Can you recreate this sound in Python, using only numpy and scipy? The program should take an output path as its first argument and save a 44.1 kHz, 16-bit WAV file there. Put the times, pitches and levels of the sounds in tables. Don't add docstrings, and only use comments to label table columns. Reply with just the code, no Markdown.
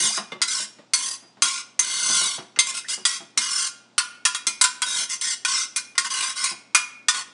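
import sys
import numpy as np
from scipy import signal
from scipy.fft import rfft, irfft
from scipy.io import wavfile
from scipy.ndimage import uniform_filter1d

SR = 44100
rng = np.random.default_rng(int(sys.argv[2]) if len(sys.argv) > 2 else 0)


def store_pcm(level_fs):
    pcm = np.round(np.clip(level_fs, -1, 1) * 32767).astype(np.int16)
    wavfile.write(sys.argv[1], SR, np.atleast_2d(pcm).T)


N = 323247


def from_db(db):
    return 10 ** (np.asarray(db) / 20)


def unit_rms(x):
    return x / np.sqrt(np.mean(x ** 2) + 1e-20)


def unit_energy(x):
    return x / np.sqrt(np.sum(x ** 2) + 1e-20)


def steadied(x):
    return x / np.sqrt(uniform_filter1d(x ** 2, size=1300) + 1e-9)


def seconds(length_s):
    return np.arange(int(length_s * SR)) / SR


def decay(t, t60_s):
    return np.exp(-np.log(1000) * t / max(t60_s, .002))


def add(out, start_s, x):
    i = max(int(start_s * SR), 0)
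    out[i:i + len(x)] += x[:len(out) - i]


def drift(per_s, size):
    knots = rng.standard_normal(4096)
    return np.interp(np.arange(size) * per_s / SR, np.arange(len(knots)), knots)


def butter(x, order, edge_hz, kind="low"):
    return signal.sosfilt(signal.butter(order, edge_hz, kind, fs=SR, output="sos"), x)


def convolved(x, response):
    return signal.fftconvolve(x, response)[:len(x)]


def coloured(x, spectrum):
    size = 4096
    hz, db = np.transpose(spectrum)
    grid_hz = np.maximum(np.fft.rfftfreq(size, 1 / SR), 1)
    gain = from_db(np.interp(np.log(grid_hz), np.log(hz), db))
    cepstrum = irfft(np.log(gain))
    cepstrum[1:size // 2] *= 2
    cepstrum[size // 2 + 1:] = 0
    return convolved(x, irfft(np.exp(rfft(cepstrum))))


CROSSOVERS_HZ = [2600, 6000]


def three_bands(x):
    low_hz, high_hz = CROSSOVERS_HZ
    return [butter(x, 4, low_hz), butter(x, 4, CROSSOVERS_HZ, "band"), butter(x, 4, high_hz, "high")]


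def modes(rows, t, spread_db, split=0.0024):
    out = 0
    for (hz, db, t60_s), (strength, sign, detune) in zip(rows, rng.standard_normal((len(rows), 3))):
        pair = np.sin(2 * np.pi * hz * t) + .5 * np.sin(2 * np.pi * hz * (1 + split * detune) * t)
        out = out + np.sign(sign) * from_db(db + spread_db * strength) * pair * decay(t, t60_s)
    return unit_energy(out)


def radiated(x, corner_hz=820):
    return butter(x, 2, corner_hz, "high")


def slips(size, per_s, spread_db):
    heights = from_db(spread_db * np.minimum(rng.exponential(1, size), 4))
    signs = rng.choice([-1, 1], size)
    return unit_rms(heights * signs * (rng.random(size) < per_s / SR))


# f/Hz, level/dB
METAL_SPECTRUM = [(250, -48.5), (500, -33), (800, -8.5), (1080, 3), (2100, -3.5), (3000, -5), (4600, 1),
                  (6200, -1), (9400, 4), (11000, -12), (14000, -41.5)]


def metal_burst(t, t60_s):
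    return unit_energy(coloured(rng.standard_normal(len(t)) * decay(t, t60_s), METAL_SPECTRUM))


# f/Hz, nominal width/Hz, level/dB
CONTACT_MODES = [(1100, 100, -4), (1410, 36, -2), (1860, 40, -7), (2090, 50, -2), (2430, 29, -3),
                 (2900, 39, -7), (3290, 47, -2), (3540, 44, -5), (3850, 67, -2), (4120, 23, -6),
                 (4400, 40, -3), (4830, 56, -1), (5250, 37, -3), (5540, 71, -2), (6050, 69, 0),
                 (6310, 41, 0), (6930, 140, -2), (7500, 64, -2), (8020, 86, -6), (9150, 160, -4),
                 (9830, 54, -8)]


def contact_response(sustain, dense_db, dense_t60_s, spread_db):
    t = seconds(.25)
    max_t60_s = .09
    rows = [(hz, db, min(sustain * np.log(1000) / (np.pi * width_hz), max_t60_s))
            for hz, width_hz, db in CONTACT_MODES]
    dense = metal_burst(t, dense_t60_s)
    return modes(rows, t, spread_db) + from_db(dense_db) * dense


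def tine_glide(x, depth=0.028, per_s=11):
    low, mid, top = three_bands(x)
    warped = np.cumsum(1 + depth * drift(per_s, len(x)))
    return low + np.interp(np.arange(len(x)), warped, mid + top)


def tines(force, wander_db=6.9):
    loads = [force * from_db(wander_db * drift(11.8, len(force))) for _ in range(2)]
    held, sliding = [
        convolved(load, contact_response(sustain=3.3, dense_db=1.0, dense_t60_s=0.048, spread_db=5.5))
        for load in loads]
    return radiated(held + tine_glide(sliding))


def wall_echo(x, t, gain=0.46, median_lag_s=0.0007125):
    lag_s = median_lag_s * from_db(2.495 * drift(5.54, len(t)))
    return x + gain * np.interp(t - lag_s, t, x)


# f/Hz, level/dB, t60/s
PLATE_MODES = [(1072, -3.5, 0.09), (1520, 0, 0.039), (2070, -1, 0.045)]


def plate_hum(force):
    return steadied(convolved(force, modes(PLATE_MODES, seconds(0.11), spread_db=3.0)))


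def blade_bending(hz, width_hz=70):
    shaking = rng.standard_normal(len(hz)) + 1j * rng.standard_normal(len(hz))
    swing = butter(shaking, 2, width_hz / 2)
    return unit_rms(np.real(swing * np.exp(2j * np.pi * np.cumsum(hz) / SR)))


def pressure_db(t, start_s, crest_s, end_s, swell_db_per_s=30, ease_db_per_s=59, waver_db=.7):
    since_crest_s = np.clip(t, start_s, end_s) - crest_s
    arch_db = np.minimum(swell_db_per_s * since_crest_s, -ease_db_per_s * since_crest_s)
    return arch_db + waver_db * drift(29.4, len(t))


# f/Hz, nominal width/Hz, level/dB
HOB_MODES = [(213.6, 38, -1), (363.3, 52, 4.5), (645, 160, 1.5)]


def hob_boom(force, sustain=3.4):
    rows = [(hz, db, sustain * np.log(1000) / (np.pi * width_hz)) for hz, width_hz, db in HOB_MODES]
    return convolved(force, modes(rows, seconds(.5), spread_db=5.0))


# f/Hz, level/dB, t60/s
PAN_MODES = [(1008, 0, 0.45), (1408, -3, 0.4), (1862, -8, 0.38), (2085, -1, 0.27), (2196, -8, 0.8),
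             (2433, -1, 0.6), (2900, -8, 0.35), (3290, -4, 0.55), (3850, -3, 0.35), (4120, -6, 0.42),
             (4395, -7, 0.3), (4825, -4, 0.5), (5264, -1, 0.42), (5540, -4, 0.42), (5810, -4, 0.32),
             (6045, -5, 0.3), (6310, -4, 0.28), (6870, -8, 0.45), (7500, -8, 0.38), (8600, -12, 0.35),
             (9030, -13, 0.35), (9650, -16, 0.4)]


def scraped_pan(grind):
    ring = convolved(grind, modes(PAN_MODES, seconds(.6), spread_db=2.0))
    return np.std(grind) * unit_rms(ring)


def struck_pan(t, favoured_hz, favoured_db=7.5, oil_t60_s=7.8):
    rows = np.array(PAN_MODES, float)
    nearest = np.argmin(np.abs(rows[:, 0] - favoured_hz))
    rows[nearest, 1] = favoured_db
    return modes(rows, t, spread_db=2.5) * decay(t, oil_t60_s)


# start t/s, crest t/s, end t/s, crest level/dB, low re mid/dB, top re mid/dB,
# bending f/Hz before the crest, bending f/Hz after it
DRAGS = [(0, .065, .085, -24.3, -9, 4, 2130, 2130), (.095, .165, 0.18, -29.5, -14, 2, 1560, 1400),
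         (.48, 0.545, 0.64, -28, -8, 1.5, 2080, 1000), (.98, 1.068, 1.146, -31.5, -9, 3, 1038, 1900),
         (1.445, 1.47, 1.605, -27.5, -5, 0.5, 1420, 2300),
         (1.83, 2.181, 2.363, -22.5, -8.5, 1.5, 2085, 2190),
         (2.671, 2.695, 2.71, -32.5, -4.5, 3.5, 2100, 1700),
         (2.746, 2.78, 2.79, -33, -7.5, 1.5, 2120, 2095), (2.895, 2.93, 2.945, -29.5, -9.5, 2, 1505, 1700),
         (3.085, 3.08, 3.174, -29.5, -7.5, 1, 2067, 2000),
         (3.415, 3.424, 3.5, -28.5, -6.5, 0.5, 2090, 2000),
         (3.51, 3.595, 3.68, -27.5, -6.5, 3.5, 2110, 2130), (4.865, 4.984, 5.04, -27, -9, .5, 1684, 1400),
         (5.10, 5.125, 5.145, -29.5, -6.5, 3, 2080, 2120),
         (5.221, 5.315, 5.335, -28.5, -7.5, 2, 2094, 1437), (5.485, 5.573, 5.64, -25.5, -6, 0, 1030, 1340),
         (5.775, 5.81, 5.79, -29.5, -4.5, -0.5, 2370, 2500), (6.049, 6.058, 6.068, -31, 0, 0, 1126, 970),
         (6.11, 6.23, 6.315, -27.8, -3, 1, 1092, 1600), (6.365, 6.464, 6.515, -29, -5, -.5, 1476, 2540),
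         (7.145, 7.161, 7.21, -31, -1.5, -0.5, 1040, 1040)]


def scrapes(level_db=-0.79, judder_db=2.5, bite_s=0.0062, lift_s=0.015, top_db_per_db=0.15,
            plate_db=-7, bend_db=-13, rumble_db=-34, ring_db=-17.5):
    out = np.zeros(N)
    for start_s, crest_s, end_s, crest_db, low_db, top_db, early_hz, late_hz in DRAGS:
        first_s = max(start_s - .04, 0)
        t = first_s + seconds(end_s - first_s + .7)
        force = slips(len(t), per_s=2800, spread_db=2.0) * from_db(judder_db * drift(110.1, len(t)))
        grind = steadied(wall_echo(tines(force), t))
        grind += from_db(plate_db) * plate_hum(force)
        bend_hz = np.where(t < crest_s, early_hz, late_hz)
        grind += from_db(bend_db) * blade_bending(bend_hz)
        press_db = pressure_db(t, start_s, crest_s, end_s)
        bands_db = (low_db, 0, top_db + top_db_per_db * press_db)
        grind = sum(from_db(db) * steadied(band) for db, band in zip(bands_db, three_bands(grind)))
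        grind += from_db(rumble_db) * unit_rms(hob_boom(force))
        contact = np.exp(-np.maximum(start_s - t, 0) / bite_s - np.maximum(t - end_s, 0) / lift_s)
        grind *= from_db(crest_db + press_db) * contact
        add(out, first_s, from_db(level_db) * (grind + from_db(ring_db) * scraped_pan(grind)))
    return out


# f/Hz, level/dB
ROOM_SPECTRUM = [(24, -55.5), (40, -43), (233, 2.5), (440, -6.5), (829, -6), (1050, -9), (1680, -14),
                 (2120, -13), (2280, -14), (5310, -6), (9330, -13.5), (10300, -30), (11000, -42.5),
                 (14300, -59), (22000, -120)]


def room_hum(rush_db=-59, corner_hz=1800, mains_hz=121.4, mains_db=-70.5):
    rush = butter(coloured(rng.standard_normal(N), ROOM_SPECTRUM), 1, corner_hz)
    mains = np.sqrt(2) * np.sin(2 * np.pi * mains_hz * np.arange(N) / SR)
    return from_db(rush_db) * unit_rms(rush) + from_db(mains_db) * mains


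# f/Hz, level/dB
KNOCK_SPECTRUM = [(60, -35), (110, -11.5), (160, 0), (330, -1), (470, -7), (800, -3), (2000, -10.5),
                  (5000, -22), (11000, -42)]
# t/s, level/dB
KNOCKS = [(0.004, -36), (0.039, -33.5), (0.175, -27.5), (0.319, -31), (0.407, -41), (0.596, -39.5),
          (0.786, -42), (1.225, -49.5), (1.37, -48), (1.422, -37.5), (1.791, -43), (2.094, -31.5),
          (2.213, -35), (2.382, -31.5), (2.573, -37.5), (2.733, -46.5), (2.975, -40), (3.203, -38.5),
          (3.371, -38), (4.47, -38.5), (5.976, -43.5), (6.514, -38.5)]


def bumps(level_db=-5.0, t60_s=0.19, boom_db=-6.0):
    out, t = np.zeros(N), seconds(.5)
    attack_samples = SR // 50
    for start_s, knock_db in KNOCKS:
        force = rng.standard_normal(len(t)) * decay(t, t60_s)
        knock = unit_energy(coloured(force, KNOCK_SPECTRUM))
        knock += from_db(boom_db) * unit_energy(hob_boom(force))
        add(out, start_s, from_db(knock_db + level_db) * knock / np.std(knock[:attack_samples]))
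    return out


# t/s, length/s, start f/Hz, end f/Hz, level/dB
AIR_POCKETS = [(0.093, 0.056, 596, 1574, -40), (0.146, 0.034, 1740, 1323, -39),
               (2.844, 0.026, 1580, 2020, -35)]


def squelches(waver=0.083, rough_db=4.5):
    out = np.zeros(N)
    for start_s, length_s, start_hz, end_hz, db in AIR_POCKETS:
        t = seconds(length_s)
        hz = np.geomspace(start_hz, end_hz, len(t)) * (1 + waver * drift(600, len(t)))
        swell = np.sqrt(np.abs(np.sin(np.pi * t / length_s)))
        sputter = from_db(db + rough_db * drift(500, len(t)))
        add(out, start_s, swell * sputter * np.sin(2 * np.pi * np.cumsum(hz) / SR))
    return out


def blade_impact(t, chatter_t60_s, bend_hz, chatter_db=8.0, snap_db=-7.0, bend_db=-11, bend_t60_s=0.27):
    chatter = slips(len(t), per_s=3200, spread_db=1.0) * decay(t, chatter_t60_s)
    force = from_db(chatter_db) * unit_energy(chatter)
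    force[0] += 1
    response = contact_response(sustain=3.2, dense_db=-1.0, dense_t60_s=0.12, spread_db=8.0)
    clash = unit_energy(convolved(force, response))
    snap = metal_burst(t, t60_s=0.026)
    bend = modes([(bend_hz, 0, bend_t60_s)], t, spread_db=0)
    return radiated(clash + from_db(snap_db) * snap + from_db(bend_db) * bend)


# t/s, level/dB, low re mid/dB, top re mid/dB, bending f/Hz, favoured pan mode f/Hz
LANDINGS = [(0.177, -36, 8, -19, 1037, 1408), (0.319, -40.5, 7, -16, 1138, 1408),
            (0.417, -18, -7, -3, 2035, 3290), (0.935, -19, -7.5, 2, 2170, 4395),
            (1.421, -17, -6, 1.5, 1408, 2085), (1.792, -20, -8.5, 5.5, 2050, 3850),
            (2.561, -42, 4, -29.5, 2060, 2085), (2.589, -15, -5.5, 0, 2097, 2085),
            (2.884, -33.5, -12, -6, 1590, 6045), (3.052, -17.5, -7, -0.5, 1938, 5264),
            (3.375, -18.5, -6.5, 0, 2126, 2085), (3.98, -18.5, -4.5, 0.5, 1450, 1408),
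            (4.252, -19, -2.5, 2.5, 1410, 3290), (4.347, -28, -2.5, 0.5, 1456, 3290),
            (4.468, -21.5, -8.5, 2.5, 1365, 2433), (4.612, -17, -5.5, 4, 1477, 1008),
            (4.640, -19.5, -2.5, 3, 1530, 1008), (4.819, -24.5, -0.5, 2, 1507, 1408),
            (5.212, -31, -23, 3.5, 1267, 5264), (5.449, -23, 0, -1, 1507, 1008),
            (5.761, -27, -8, 5, 2140, 2433), (5.953, -47.5, 4, -8, 2040, 3850),
            (5.979, -18, -1.5, -1.5, 1083, 4395), (6.104, -32, -10, -2, 1070, 1008),
            (6.441, -28, -1.5, 7, 2380, 5264), (6.747, -17, 2, 2.5, 2437, 2433),
            (7.084, -16.5, -3, -2, 1464, 1008)]


def clinks(firm_db=-18, firm_chatter_t60_s=.052, chatter_doubling_db=16.5,
           firm_ring_db=-10.5, ring_db_per_db=0.92, held_db=-4, held_within_s=.09):
    out, t = np.zeros(N), seconds(.9)
    attack_samples = int(.012 * SR)
    for start_s, blow_db, low_db, top_db, bend_hz, favoured_hz in LANDINGS:
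        excess_db = blow_db - firm_db
        chatter_t60_s = firm_chatter_t60_s * 2 ** (excess_db / chatter_doubling_db)
        bands = three_bands(blade_impact(t, chatter_t60_s, bend_hz))
        clash = sum(from_db(db) * band / np.std(band[:attack_samples])
                    for db, band in zip((low_db, 0, top_db), bands))
        held = any(0 < drag_s - start_s < held_within_s for drag_s, *_ in DRAGS)
        ring_db = firm_ring_db + (ring_db_per_db - 1) * excess_db + held * held_db + min(top_db, 0)
        ring = from_db(ring_db) * np.linalg.norm(clash) * struck_pan(t, favoured_hz)
        add(out, start_s, from_db(blow_db) * (clash + radiated(ring)))
    return out


def kitchen(x, wet_db=-13, band_t60s_s=(0.56, 0.44, 0.34), build_s=0.0028):
    t = seconds(.7)
    bands = three_bands(rng.standard_normal(len(t)))
    tail = sum(band * decay(t, t60_s) for band, t60_s in zip(bands, band_t60s_s))
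    response = unit_energy(tail * (1 - np.exp(-t / build_s)))
    return x + from_db(wet_db) * convolved(x, response)


def scene():
    stove = clinks() + scrapes() + bumps() + squelches()
    return (kitchen(stove) + room_hum())[None]


# f/Hz, level/dB
TONE_COLOUR = [(1600, 0.3), (2300, -0.8), (3600, 1.8), (4700, -0.2), (5800, -1.8), (7500, 0.3)]


def record(dry, ceiling=.95, low_cut_hz=120, high_cut_hz=10900):
    heard = coloured(dry[0], TONE_COLOUR)[None]
    rounded = ceiling * np.tanh(heard / ceiling)
    thin = butter(rounded, 3, low_cut_hz, "high")
    return signal.sosfilt(signal.ellip(10, .5, 70, high_cut_hz, fs=SR, output="sos"), thin)


dry = scene()
out = record(dry)
store_pcm(out)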